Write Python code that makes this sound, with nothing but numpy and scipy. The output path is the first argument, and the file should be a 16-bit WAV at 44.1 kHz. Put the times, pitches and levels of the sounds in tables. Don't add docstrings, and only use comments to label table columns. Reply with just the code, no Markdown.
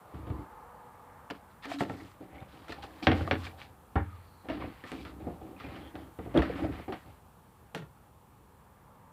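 import sys
import numpy as np
from scipy import signal
from scipy.io import wavfile

SR = 44100
rng = np.random.default_rng(int(sys.argv[2]) if len(sys.argv) > 2 else 0)


def dump(signal):
    limited = np.clip(np.atleast_2d(signal).T, -1, 1)
    pcm = np.round(limited * 32767).astype(np.int16)
    wavfile.write(sys.argv[1], SR, pcm)


def boost_factor(decibels):
    exponent = np.asarray(decibels, float) / 20
    return 10 ** exponent


N = 402191
T = np.arange(N) / SR

# start_s, peak_db, boom_db, hardness_db, ring_time (1 = full)
PIPE_KNOCKS = [(1.2995, -32, -45, -6, 0.4), (1.3065, -25.5, -30, -11, 0.23), (1.652, -30, -38, -6, 0.14),
               (1.7125, -41, -34, -4, 0.65), (1.8052, -16, -21, -16, 0.51),
               (1.8955, -25.5, -10, -16.5, 0.59), (2.004, -44, -4, -8, 0.45), (2.68, -39.5, -21, -4.5, 0.3),
               (2.692, -28, -11, -9.5, 0.15), (2.721, -36.5, -21.5, -2.5, 0.24),
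               (2.836, -29.5, -9, -7.5, 0.08)]
LID_KNOCKS = [
    (3.026, -32, -12.5, -9, 0.062),
    (3.0683, -6, -7.5, -10.5, 0.66),
    (3.1155, -17.5, -18, -8.5, 0.55),
    (3.209, -24, 5, -23, 0.18),
    (3.274, -18.5, -14, -16.5, 0.18),
    (3.3095, -15, -8.5, -8, 0.73),
    (3.466, -33, -15, -7.5, 0.34),
    (3.615, -44, -22, -3.5, 0.45),
]
SEAT_KNOCKS = [
    (3.9545, -22, -3.5, -6, 1),
]
INNER_KNOCKS = [(.142, -40, -28, -9, 0.74), (.268, -34, -11, -11, 0.7), (.3, -32, 6, -10.5, .4),
                (.383, -38.5, -8, -14, 0.9), (4.485, -23.5, -29, -9, 0.52), (4.498, -28.5, -19, -5.5, 0.69),
                (4.603, -31, -25, -9.5, 1), (4.639, -24.5, -14.5, -17, 0.51), (4.837, -33, -24, -7.5, 1),
                (4.916, -26.5, -38, -11.5, 0.66), (5.049, -33, -19, -5.5, 0.81),
                (5.267, -21.5, -31, -22.5, 1), (5.599, -37, -21, -3.5, 1), (5.76, -35, -20, -6, 0.77),
                (5.953, -27.5, -17.5, -8.5, 0.26), (6.187, -21, -17, -16.5, 0.36),
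                (6.259, -26, -18.5, -24, 0.56), (6.494, -24.5, -19, -35, 0.51), (6.555, -30.5, -24, -8, 1),
                (6.636, -15.5, -12, -41, 0.32), (6.786, -30, -22, -12, 0.76),
                (6.879, -26, -20.5, -14, 0.83), (6.922, -26, -26.5, -6.5, 0.74)]
JAM_KNOCKS = [
    (6.341, -21.5, -5, -9, 0.45),
    (6.348, -12.5, -7, -18, 0.81),
    (6.356, -11.5, -14, -13.5, 1),
    (6.365, -3, -11, -18.5, 0.28),
    (6.3715, -8, 2.5, -14.5, 0.62),
    (6.385, -16.5, 0, -7.5, 0.81),
    (6.419, -23.5, -11, -3, 0.83),
]
FITTING_KNOCKS = [
    (7.7465, -23.5, -11, -10, 0.89),
    (7.774, -38.5, -9, -7.5, 0.92),
    (7.819, -34, 1, -16, 0.82),
]

# pitch_hz, level_db, t60_s (time to fall 60 dB)
PIPE_MODES = [(102, 7, 1), (154.5, 16, 0.092), (201, 2.5, 0.17), (280, 3.5, 0.48), (570, 3, 0.057),
              (720, -3, 0.2), (774, 10.5, 0.053), (1328, 7, 0.12), (1880, 17, 0.026), (2320, -25, 0.1)]
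LID_MODES = [(87.4, 5, 1), (101, 6, 0.5), (142, 7, 0.17), (267, -2, 0.37), (317.8, -2.5, 0.47),
             (587, 12, 0.034), (740, 6, 0.075), (964, -42, .1), (1610, 4, 0.073), (1700, 3.5, 0.051),
             (1840, -8.5, 0.2), (2200, -17.5, 0.13), (2370, 7, 0.049)]
SEAT_MODES = [(72.6, 9, 0.11), (84.2, -2, 0.68), (89.5, 0, 0.18), (101.3, -5.5, 0.66), (180, 5.5, 0.053),
              (251, 6.5, 0.042), (296, -10.5, 0.29), (429, -3, 0.044), (770, -1.5, 0.07),
              (938, -13.5, 0.24), (1350, -15, 0.08)]
INNER_MODES = [(55.6, -5, 0.96), (99, 31, 0.075), (168.3, -0.5, 0.18), (277, 8, 0.046), (320, 3.5, 0.062),
               (381, 5.5, 0.041), (487.6, -1.5, 0.094), (716, -6, 0.24), (946, -9, 0.11),
               (1217, -4.5, 0.12), (2210, -5.5, 0.04)]
JAM_MODES = [(59, 5, 0.16), (101, 1, 0.12), (182.3, 0.5, 0.28), (278, 1, 0.17), (324, 2, 0.14),
             (560, 5.5, 0.046), (2250, -16, 0.036)]
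FITTING_MODES = [(111, -2, 0.23), (164, 6.5, 0.16), (267, -8, 0.33), (463, 5, 0.04), (810, 6, 0.02),
                 (1394, 1.5, 0.11), (1867, 3.5, 0.07), (2190, -5, 0.059)]

# pitch_hz, level_db (per Hz)
RATTLE = [(150, -3.5), (400, 8), (900, 1.5), (2000, -1.5), (3500, -6.5), (5500, -19.5), (11000, -25.5),
          (15000, -26.5)]
# pitch_hz, t60_s
RATTLE_T60 = [(150, 0.46), (500, 0.12), (1500, 0.22), (4000, 0.21), (10000, 0.09)]
# low_hz, high_hz, level_db
CRACK = [(1000, 2990, 0.5), (3050, 4180, -6.5)]
# start_s, pitch_hz, peak_db, t60_s
TOUCHES = [(1.301, 2700, -39.5, 0.02), (1.308, 4800, -46, 0.028), (1.307, 1350, -31.5, 0.023),
           (1.308, 925, -30, 0.021), (1.716, 690, -26, 0.046), (1.716, 2300, -39, .04),
           (1.787, 3910, -42.5, .03), (2.001, 2005, -46, 0.067), (2.785, 810, -42, 0.055),
           (2.382, 2200, -51.5, 0.12), (2.403, 3600, -58, 0.04), (2.523, 3950, -61, 0.065),
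           (2.721, 1770, -37, 0.047), (2.722, 4250, -41.5, .03), (2.839, 2770, -46, .04),
           (3.024, 309, -32, 0.17), (3.025, 740, -38, 0.1), (3.028, 2410, -35, 0.027),
           (3.208, 1420, -34, 0.035), (3.209, 508, -29, 0.046), (3.276, 1170, -27, 0.03),
           (3.468, 2350, -36, 0.031), (3.616, 2280, -44, 0.037), (4.499, 639, -32.5, .15),
           (4.5, 2810, -40, 0.036), (4.623, 1050, -29, 0.022), (4.839, 1800, -39, 0.048),
           (1.898, 1800, -31, 0.013), (3.977, 798, -25, 0.096), (4.988, 2350, -53, .12),
           (5.288, 666, -46, 0.054), (5.565, 2500, -52, 0.044), (5.606, 1240, -38, .04),
           (5.643, 2420, -46, 0.084), (5.756, 2970, -46, .04), (5.955, 3780, -56, 0.027),
           (6.364, 1220, -30, 0.036), (6.375, 3320, -24, 0.024), (6.422, 1270, -36, 0.2),
           (6.42, 1800, -27.5, 0.036), (6.425, 607, -29, 0.13), (6.498, 476, -23, 0.042),
           (6.622, 295, -28.5, 0.2), (6.88, 784, -38.5, 0.11), (6.924, 770, -35.5, 0.064),
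           (6.922, 1194, -49, .08), (7.744, 440, -34, 0.023), (7.748, 780, -33, 0.02),
           (7.76, 486, -43, 0.068), (7.772, 1500, -47, 0.045)]
# start_s, level_db, treble_db
SNAPS = [(1.3085, -9, -5), (1.656, -20, 8), (1.787, -21, 15), (1.8083, -12, -4), (1.836, -15, 3),
         (1.896, -22, 5), (1.92, -27, 14), (2.405, -28, 9), (3.0698, 0.5, -18), (3.131, -6, -8),
         (3.2092, -23, -8), (3.276, -17, -6), (3.195, -21, 4), (3.226, -23, -4), (4.8412, -30, 15),
         (4.893, -33, 8), (4.918, -11, 13), (5.014, -27, 0), (5.0517, -22, 10), (5.268, -42, 2),
         (6.375, -5.5, 10), (6.432, -19, -6), (6.46, -24, -4), (4.503, -22, -4), (4.625, -27, 0),
         (6.9224, -24, -2), (7.748, -13.5, 8), (7.7665, -35, 22)]
# delay_s, level_db
ECHOES = [(.0043, -23), (.0091, -16.5), (.0157, -21), (.027, -16.5), (.043, -16)]

# start_s, length_s, level_db, boom_share_db, clatter_share_db
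DRAGS = [(.13, 0.12, -49.5, 11.5, -13), (.265, 0.16, -39, 1, -16), (1.645, 0.096, -46.5, -14, 4),
         (1.85, 0.22, -45, -3.5, -3), (2.2, 0.11, -47.5, -4, -0.5), (2.32, 0.17, -53, 2, 5.5),
         (2.41, 0.018, -48, 15, 10), (2.52, 0.19, -54, -4, -0.5), (2.68, 0.56, -52.5, -1.5, 0.5),
         (3.02, 0.024, -32, -7, -9), (3.12, 0.16, -36, -8, -1), (3.36, 0.1, -50, 8, 1),
         (3.48, 0.24, -64, 12, 10), (4.44, 0.07, -48.5, -1, 3.5), (4.485, 0.22, -38.5, -4, -3.5),
         (4.92, 0.39, -45.5, -2, -6), (5.19, 0.18, -43.5, 1.5, -1.5), (5.4, 0.15, -41, -6.5, -3.5),
         (5.63, 0.25, -43.5, -0.5, 0), (5.935, 0.15, -46, 1, -1), (6.19, 0.41, -47.5, 6, -8),
         (6.42, 0.26, -38, -4, -5.5), (6.58, 0.096, -34.5, 1, -5), (6.68, 0.11, -36.5, 2.5, -6),
         (6.88, 0.06, -42.5, -4, 3), (7.05, 0.05, -52.5, 11, 4.5)]
# start_s, length_s, level_db, scratch_share_db, upper_wall_share_db
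SCUFFS = [(.06, 0.38, -66.5, -30, 3), (4.595, 0.032, -44, -36, -12), (1.62, 0.026, -40.5, -20, 3),
          (1.675, .035, -44, -12, 0), (1.7, 0.039, -46, -9, 8.5), (1.783, 0.024, -37.5, -10.5, 6),
          (1.86, 0.26, -59.5, -9.5, 3), (2.28, 0.15, -61, -28, -28), (2.47, 0.84, -62.5, -14, 5),
          (2.68, 0.044, -48, -16, 8.5), (2.82, 0.0082, -37, -17, 6.5), (3.022, 0.014, -40.5, -10, 16.5),
          (3.13, 0.098, -45, -18.5, 0.5), (3.36, 0.098, -52, -13, 4.5), (3.428, 0.024, -40, -15, 8.5),
          (3.57, 0.061, -53.5, -14, 8.5), (3.99, 0.27, -63, -30, -2), (4.485, 0.065, -48, -37, -1),
          (4.56, 0.34, -57.5, -30, -0.5), (4.85, 0.08, -50, -14, 3.5), (4.92, 0.11, -59, -9, 10.5),
          (1.33, 0.04, -59, -20, 2), (5.57, 0.18, -52.5, -28, -3), (5.74, 0.17, -60.5, -17, -1),
          (5.95, 0.068, -61, -39, 2), (6.2, 0.58, -59, -30, -9), (6.42, 0.12, -45.5, -31, -8),
          (6.54, 0.11, -46, -22, -6), (6.7, 0.13, -51.5, -26, -2.5), (6.92, 0.1, -57.5, -17, 1),
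          (7.0, 0.16, -67.5, -22, 0), (1.49, 0.024, -71, -23, 10), (2.95, .06, -58, -15, 4),
          (3.26, 0.017, -51, -8, 10), (5.045, 0.049, -54, -17, 5), (1.9, 0.025, -63, -5, -2)]
# pitch_hz, width_hz, level_db
BOOM = [(68, 27, 9.5), (80.8, 14, 3.5), (105, 58, -10)]
HOLLOW = [(183, 9.2, -0.5), (278.4, 29.4, 4), (326.3, 8.2, 6), (381, 25, -4), (525, 45, -3.5),
          (591, 50, -6), (773, 54, -4)]
WALL = [(1006, 490, -5), (1440, 270, -4.5), (1473, 76, -8), (1800, 320, -5), (2133, 630, -4.5),
        (2830, 2650, -8.5), (4750, 2500, -8)]
SCRATCH = [(4800, 3700, -1.5), (7960, 2100, 3), (11000, 7000, -8)]
# start_s, end_s, start_hz, end_hz, level_db
SINGING = [(1.652, 1.72, 288, 280, -49.5), (1.738, 1.805, 280, 282, -44.5), (2.78, 2.815, 810, 800, -63),
           (2.828, 2.862, 840, 770, -53.5), (4.542, 4.578, 280, 296, -46), (0.35, 0.455, 320, 280, -54),
           (4.93, 4.97, 280, 267, -50.5), (6.885, 6.925, 380, 370, -48), (7.775, 7.85, 181, 136.5, -51),
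           (7.85, 7.93, 137, 128, -67), (3.215, 3.27, 151, 141, -51)]
# start_s, end_s, start_hz, end_hz, level_db
BRUSHES = [
    (.58, .9, 4550, 4300, -90),
    (4.02, 4.22, 1350, 1157, -60.5),
    (4.1, 4.3, 4250, 4450, -81),
    (4.22, 4.5, 4500, 4000, -74.5),
    (4.52, 4.8, 4300, 4600, -78),
    (5.58, 5.76, 2450, 2490, -73),
    (5.78, 5.93, 3250, 3250, -62),
    (5.96, 6.08, 3250, 3150, -66),
    (6.72, 6.83, 2700, 2295, -64),
]

# time_s, level_db
TRAFFIC = [
    (0.0, -52.5),
    (0.46, -52),
    (2.23, -59),
    (3.2, -56.5),
    (3.8, -59),
    (6.5, -57),
    (7.19, -61),
    (8.48, -62.5),
    (9.12, -57.5),
]
# pitch_hz, level_db (per Hz)
ROAD = [(120, -53.5), (200, -16.5), (316, -15.5), (640, -6.5), (892, -2.5), (1870, -14.5), (2420, -34),
        (6500, -68)]
# pitch_hz, width_hz, level_db
TYRES = [(486, 48, 0.5), (856, 130, 2), (1222, 184, -1)]
# time_s, level_db
PASSING = [
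    (0, -9),
    (.3, 2),
    (.65, 2.5),
    (1.25, 0),
    (1.45, -5),
    (8.4, -3.5),
    (9.12, -3),
]
# pitch_hz, level_db (per Hz)
RUMBLE = [(15, -54.5), (32, 1.5), (81, -1.5), (219, -7.5), (299, -12.5), (400, -13.5), (520, -17.5),
          (880, -120)]
# pitch_hz, level_db (per Hz)
HISS = [(1470, -22), (2500, 13), (3900, 9.5), (4340, 5), (6970, 6), (8940, 10.5), (15200, 8.5), (16000, 11)]
# time_s, level_db
HISS_SWELL = [
    (0.0, -69),
    (2.64, -70),
    (3.4, -64.5),
    (3.68, -69.5),
    (6.81, -66.5),
    (7.26, -70),
    (9.12, -72),
]

EDGES = 22 * 2 ** np.arange(0, 9.7, 1 / 3)
RATTLE_HZ = np.sqrt(EDGES[9:-2] * EDGES[10:-1])
RATTLE_BANDS = [signal.butter(3, edges, "band", fs=SR, output="sos") for edges in zip(EDGES[9:-2], EDGES[10:-1])]


def rms_one(x):
    return x / np.sqrt(np.mean(x ** 2) + 1e-20)


def in_time(rows):
    s, db = np.transpose(rows)
    return np.interp(T, s, db)


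def at_hz(points, hz):
    points_hz, db = np.transpose(points)
    return np.interp(np.log(hz), np.log(points_hz), db)


def low(x, hz):
    return signal.sosfilt(signal.butter(7, hz, fs=SR, output="sos"), x)


def band(x, low_hz, high_hz, order=2):
    return signal.sosfilt(signal.butter(order, [low_hz, high_hz], "band", fs=SR, output="sos"), x)


def drift(rate_hz, depth_db):
    r = np.exp(-80 * np.pi * rate_hz / SR)
    slow = signal.lfilter([1], [1, -2 * r, r * r], rng.standard_normal(N // 40 + 2002))
    slow = slow[2000:]
    return np.interp(np.arange(N) / 40, np.arange(len(slow)), boost_factor(depth_db * rms_one(slow)))


def resonate(x, peaks):
    out = 0
    for k, (hz, width_hz, db) in enumerate(peaks):
        r = np.exp(-np.pi * width_hz / SR)
        b = np.array([1, 0, -1]) * (1 - r * r) / 2
        a = [1, -2 * r * np.cos(2 * np.pi * hz / SR), r * r]
        out = out + (-1) ** k * boost_factor(db) * signal.lfilter(b, a, x)
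    return rms_one(out)


def coloured(spectrum, patchy_db):
    white = rng.standard_normal((2, N))
    out = 0
    for k, (low_hz, high_hz) in enumerate(zip(EDGES, EDGES[1:])):
        hz = np.sqrt(low_hz * high_hz)
        if spectrum[0][0] / 1.3 < hz < spectrum[-1][0] * 1.3:
            flicker = drift(2.7, patchy_db) if patchy_db else 1
            out = out + boost_factor(at_hz(spectrum, hz)) * flicker * band(white[k % 2], low_hz, high_hz)
    return rms_one(out)


def glide(table, waver, fade_s):
    out = np.zeros(N)
    for start_s, end_s, start_hz, end_hz, db in table:
        at, t = round(start_s * SR), T[:round((end_s - start_s) * SR)]
        fade = np.minimum(np.minimum(t, t[::-1]) / fade_s, 1)
        hz = np.linspace(start_hz, end_hz, len(t))
        tone = np.sin(2 * np.pi * np.cumsum(hz) / SR)
        out[at:at + len(t)] += boost_factor(db) * fade * waver(at, len(t), start_hz) * tone
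    return out


def share_db(hz, peak_db, boom_db, wall_db, crack_db):
    curve = [(130, boom_db), (170, 0), (700, 0), (1200, wall_db + 6), (1700, wall_db + 6), (4000, crack_db + 10)]
    return peak_db + at_hz(curve, hz)


def crack(pulse_db, top_db, size):
    pulse = np.zeros(size) + 1e-18
    pulse[0] = boost_factor(pulse_db)
    bands = CRACK + [(4800, 11000, top_db - 23)]
    return sum(boost_factor(db) * band(pulse, low_hz, high_hz, order=4) for low_hz, high_hz, db in bands)


def clear_ring(blow, lasting, modes, ring_db, soft_hz):
    t = np.arange(SR // 2) / SR
    hz, db, t60_s = np.transpose(modes)[:, :, None]
    strength = boost_factor(share_db(hz, *blow) + db + ring_db + rng.normal(0, 1.5, hz.shape))
    swell = 1 - np.exp(-t * hz * 1.57)
    decay = np.exp(-np.log(1000) * t / (t60_s * lasting))
    detuned = hz * (1 + 0.0063 * rng.standard_normal(hz.shape))
    rings = strength * swell * decay * np.sin(2 * np.pi * detuned * t)
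    return signal.sosfilt(signal.butter(4, soft_hz, fs=SR, output="sos"), rings.sum(axis=0))


def wall_rattle(blow, lasting, rattle_db, top_db):
    t = np.arange(SR // 4) / SR
    noise = rng.standard_normal(len(t)) * (1 - np.exp(-t / 0.00035)) * (1 + 0.24 * np.exp(-t / 0.0029))
    out = 0
    for mid_hz, third_octave in zip(RATTLE_HZ, RATTLE_BANDS):
        dying = np.exp(-np.log(1000) * t / (at_hz(RATTLE_T60, mid_hz) * lasting))
        db = share_db(mid_hz, *blow) + at_hz(RATTLE, mid_hz) + rattle_db
        db += top_db * (mid_hz > 5500)
        out = out + boost_factor(db) * signal.sosfilt(third_octave, noise * dying)
    return out


def knocks(table, modes, ring_db, rattle_db, soft_hz, pulse_db, top_db, crack_db):
    out = np.zeros(N + SR)
    contact = crack(pulse_db, top_db, size=2000)
    for start_s, peak_db, boom_db, hard_db, lasting in table:
        hit_db = 2.03 * hard_db + crack_db
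        blow = peak_db, boom_db, hard_db, hit_db
        sound = clear_ring(blow, lasting, modes, ring_db, soft_hz)
        sound[:len(contact)] += boost_factor(peak_db + hit_db) * contact
        rattle = wall_rattle(blow, lasting, rattle_db, top_db)
        sound[:len(rattle)] += rattle
        at = round((start_s + .0015) * SR)
        out[at:at + len(sound)] += sound
    return out[:N]


def all_knocks():
    return (knocks(PIPE_KNOCKS, PIPE_MODES, -13.5, rattle_db=0.5, soft_hz=3250, pulse_db=22.5, top_db=1, crack_db=2.5)
            + knocks(LID_KNOCKS, LID_MODES, -12.5, rattle_db=-1.5, soft_hz=2700, pulse_db=35.5, top_db=-17, crack_db=1.5)
            + knocks(SEAT_KNOCKS, SEAT_MODES, 1.3, rattle_db=2, soft_hz=1500, pulse_db=38.5, top_db=-3, crack_db=-20)
            + knocks(INNER_KNOCKS, INNER_MODES, -12, rattle_db=-4, soft_hz=2580, pulse_db=26.5, top_db=-9, crack_db=0)
            + knocks(JAM_KNOCKS, JAM_MODES, -11, rattle_db=-6.5, soft_hz=3930, pulse_db=23, top_db=-4.5, crack_db=-3)
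            + knocks(FITTING_KNOCKS, FITTING_MODES, -14, rattle_db=-5.5, soft_hz=3570, pulse_db=25.5, top_db=3,
                     crack_db=9.5))


def touches():
    out, t = np.zeros(N), T[:SR // 5]
    for start_s, hz, db, t60_s in TOUCHES:
        apart = rng.uniform(1.04, 1.09)
        pair = np.sin(2 * np.pi * hz * t) + 0.5 * np.sin(2 * np.pi * hz * apart * t)
        rise = 1 - np.exp(-t * hz / 1.2)
        at = round(start_s * SR)
        out[at:at + len(t)] += boost_factor(db - 60 * t / t60_s) * rise * pair
    return out


def snaps():
    out = np.zeros(N)
    for start_s, db, top_db in SNAPS:
        at = round(start_s * SR)
        out[at:at + 1000] += crack(db, top_db - 7, size=1000)
    return out


def garden(x):
    out = x.copy()
    for delay_s, db in ECHOES:
        lag = round(delay_s * SR)
        out[lag:] += boost_factor(db) * signal.lfilter([.4], [1, -.6], x[:-lag])
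    return out


def grains(per_s, spread_db):
    sizes = boost_factor(spread_db * np.minimum(rng.exponential(1, N), 5)) * rng.choice([-1, 1], N)
    return rms_one(sizes * (rng.random(N) < per_s / SR) + 1e-9)


def strokes(table, attack_s, sag_db, release_s):
    power = np.zeros((3, N))
    for start_s, length_s, db, *shares_db in table:
        at = round(start_s * SR)
        t = T[:SR // 2][:N - at]
        shape = boost_factor(db - sag_db * t / length_s) * np.minimum(t / attack_s, 1)
        shape = shape * np.exp(-np.maximum(t - length_s, 0) / release_s)
        power[:, at:at + len(t)] += (shape * boost_factor(np.array([0, *shares_db]))[:, None]) ** 2
    return np.sqrt(power)


def rubbing():
    quick, slow = grains(2600, 1.8), grains(1000, 2.8)
    boom = resonate(resonate(grains(300, 1.0), BOOM), [(71.6, 230, 0)])
    hollow_top_hz, wall_top_hz = 1600, 4800
    hollow = low(resonate(slow, HOLLOW[:4]), hollow_top_hz)
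    clatter = boost_factor(-3.5) * drift(14, depth_db=1.3) * low(resonate(slow, HOLLOW[4:]), hollow_top_hz)
    walls = []
    for k, (hz, width_hz, db) in enumerate(WALL):
        grip = drift(12, depth_db=1.3)
        walls.append((-1) ** k * boost_factor(db) * grip * resonate(quick, [(hz, width_hz, db)]))
    lower = rms_one(low(sum(walls[:5]), wall_top_hz / 1.44))
    upper = boost_factor(-10) * rms_one(low(sum(walls[5:]), wall_top_hz))
    scratch = resonate(.5 * quick + grains(6800, 1.5), SCRATCH)

    drag, drag_boom, drag_clatter = strokes(DRAGS, attack_s=0.015, sag_db=8.5, release_s=0.045)
    scuff, scuff_scratch, scuff_upper = strokes(SCUFFS, attack_s=.03, sag_db=2.5, release_s=.032)
    drags = drag_boom * boom + drag * hollow + drag_clatter * (clatter + boost_factor(-16) * (lower + upper))
    scuffs = scuff * lower + scuff_upper * upper + scuff_scratch * scratch
    judder = boost_factor(-2) * drift(25, depth_db=0.5)
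    return judder * (drags + scuffs)


def singing():
    strength = boost_factor(9) * drift(30, depth_db=2)
    return glide(SINGING, lambda at, size, hz: strength[at:at + size], fade_s=0.0082)


def brushing():
    def ruffle(at, size, hz):
        slow = signal.butter(2, 0.06 * hz, fs=SR, output="sos")
        return 1.4 * rms_one(signal.sosfilt(slow, rng.standard_normal(size)))
    return glide(BRUSHES, ruffle, fade_s=0.063)


def road():
    ridges = resonate(resonate(rng.standard_normal(N), TYRES), TYRES)
    roar = coloured(ROAD, patchy_db=2) + boost_factor(in_time(PASSING)) * ridges
    return boost_factor(in_time(TRAFFIC) - 3.5) * roar


def rumble():
    return boost_factor(-59) * coloured(RUMBLE, patchy_db=None)


def hiss():
    return boost_factor(in_time(HISS_SWELL) - 0.5) * coloured(HISS, patchy_db=None)


def scene():
    contacts = garden(all_knocks() + touches() + snaps())
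    sliding = rubbing() + singing() + brushing()
    return (contacts + sliding + road() + rumble() + hiss())[None]


def band_limit(x):
    return signal.sosfilt(signal.butter(12, 16300, fs=SR, output="sos"), x)


def record(dry):
    x = signal.sosfilt(signal.butter(5, 52, "high", fs=SR, output="sos"), dry)
    x = signal.sosfilt(signal.cheby2(12, 60, 16200, fs=SR, output="sos"), x)
    return band_limit(x)


dry = scene()
out = record(dry)
dump(out)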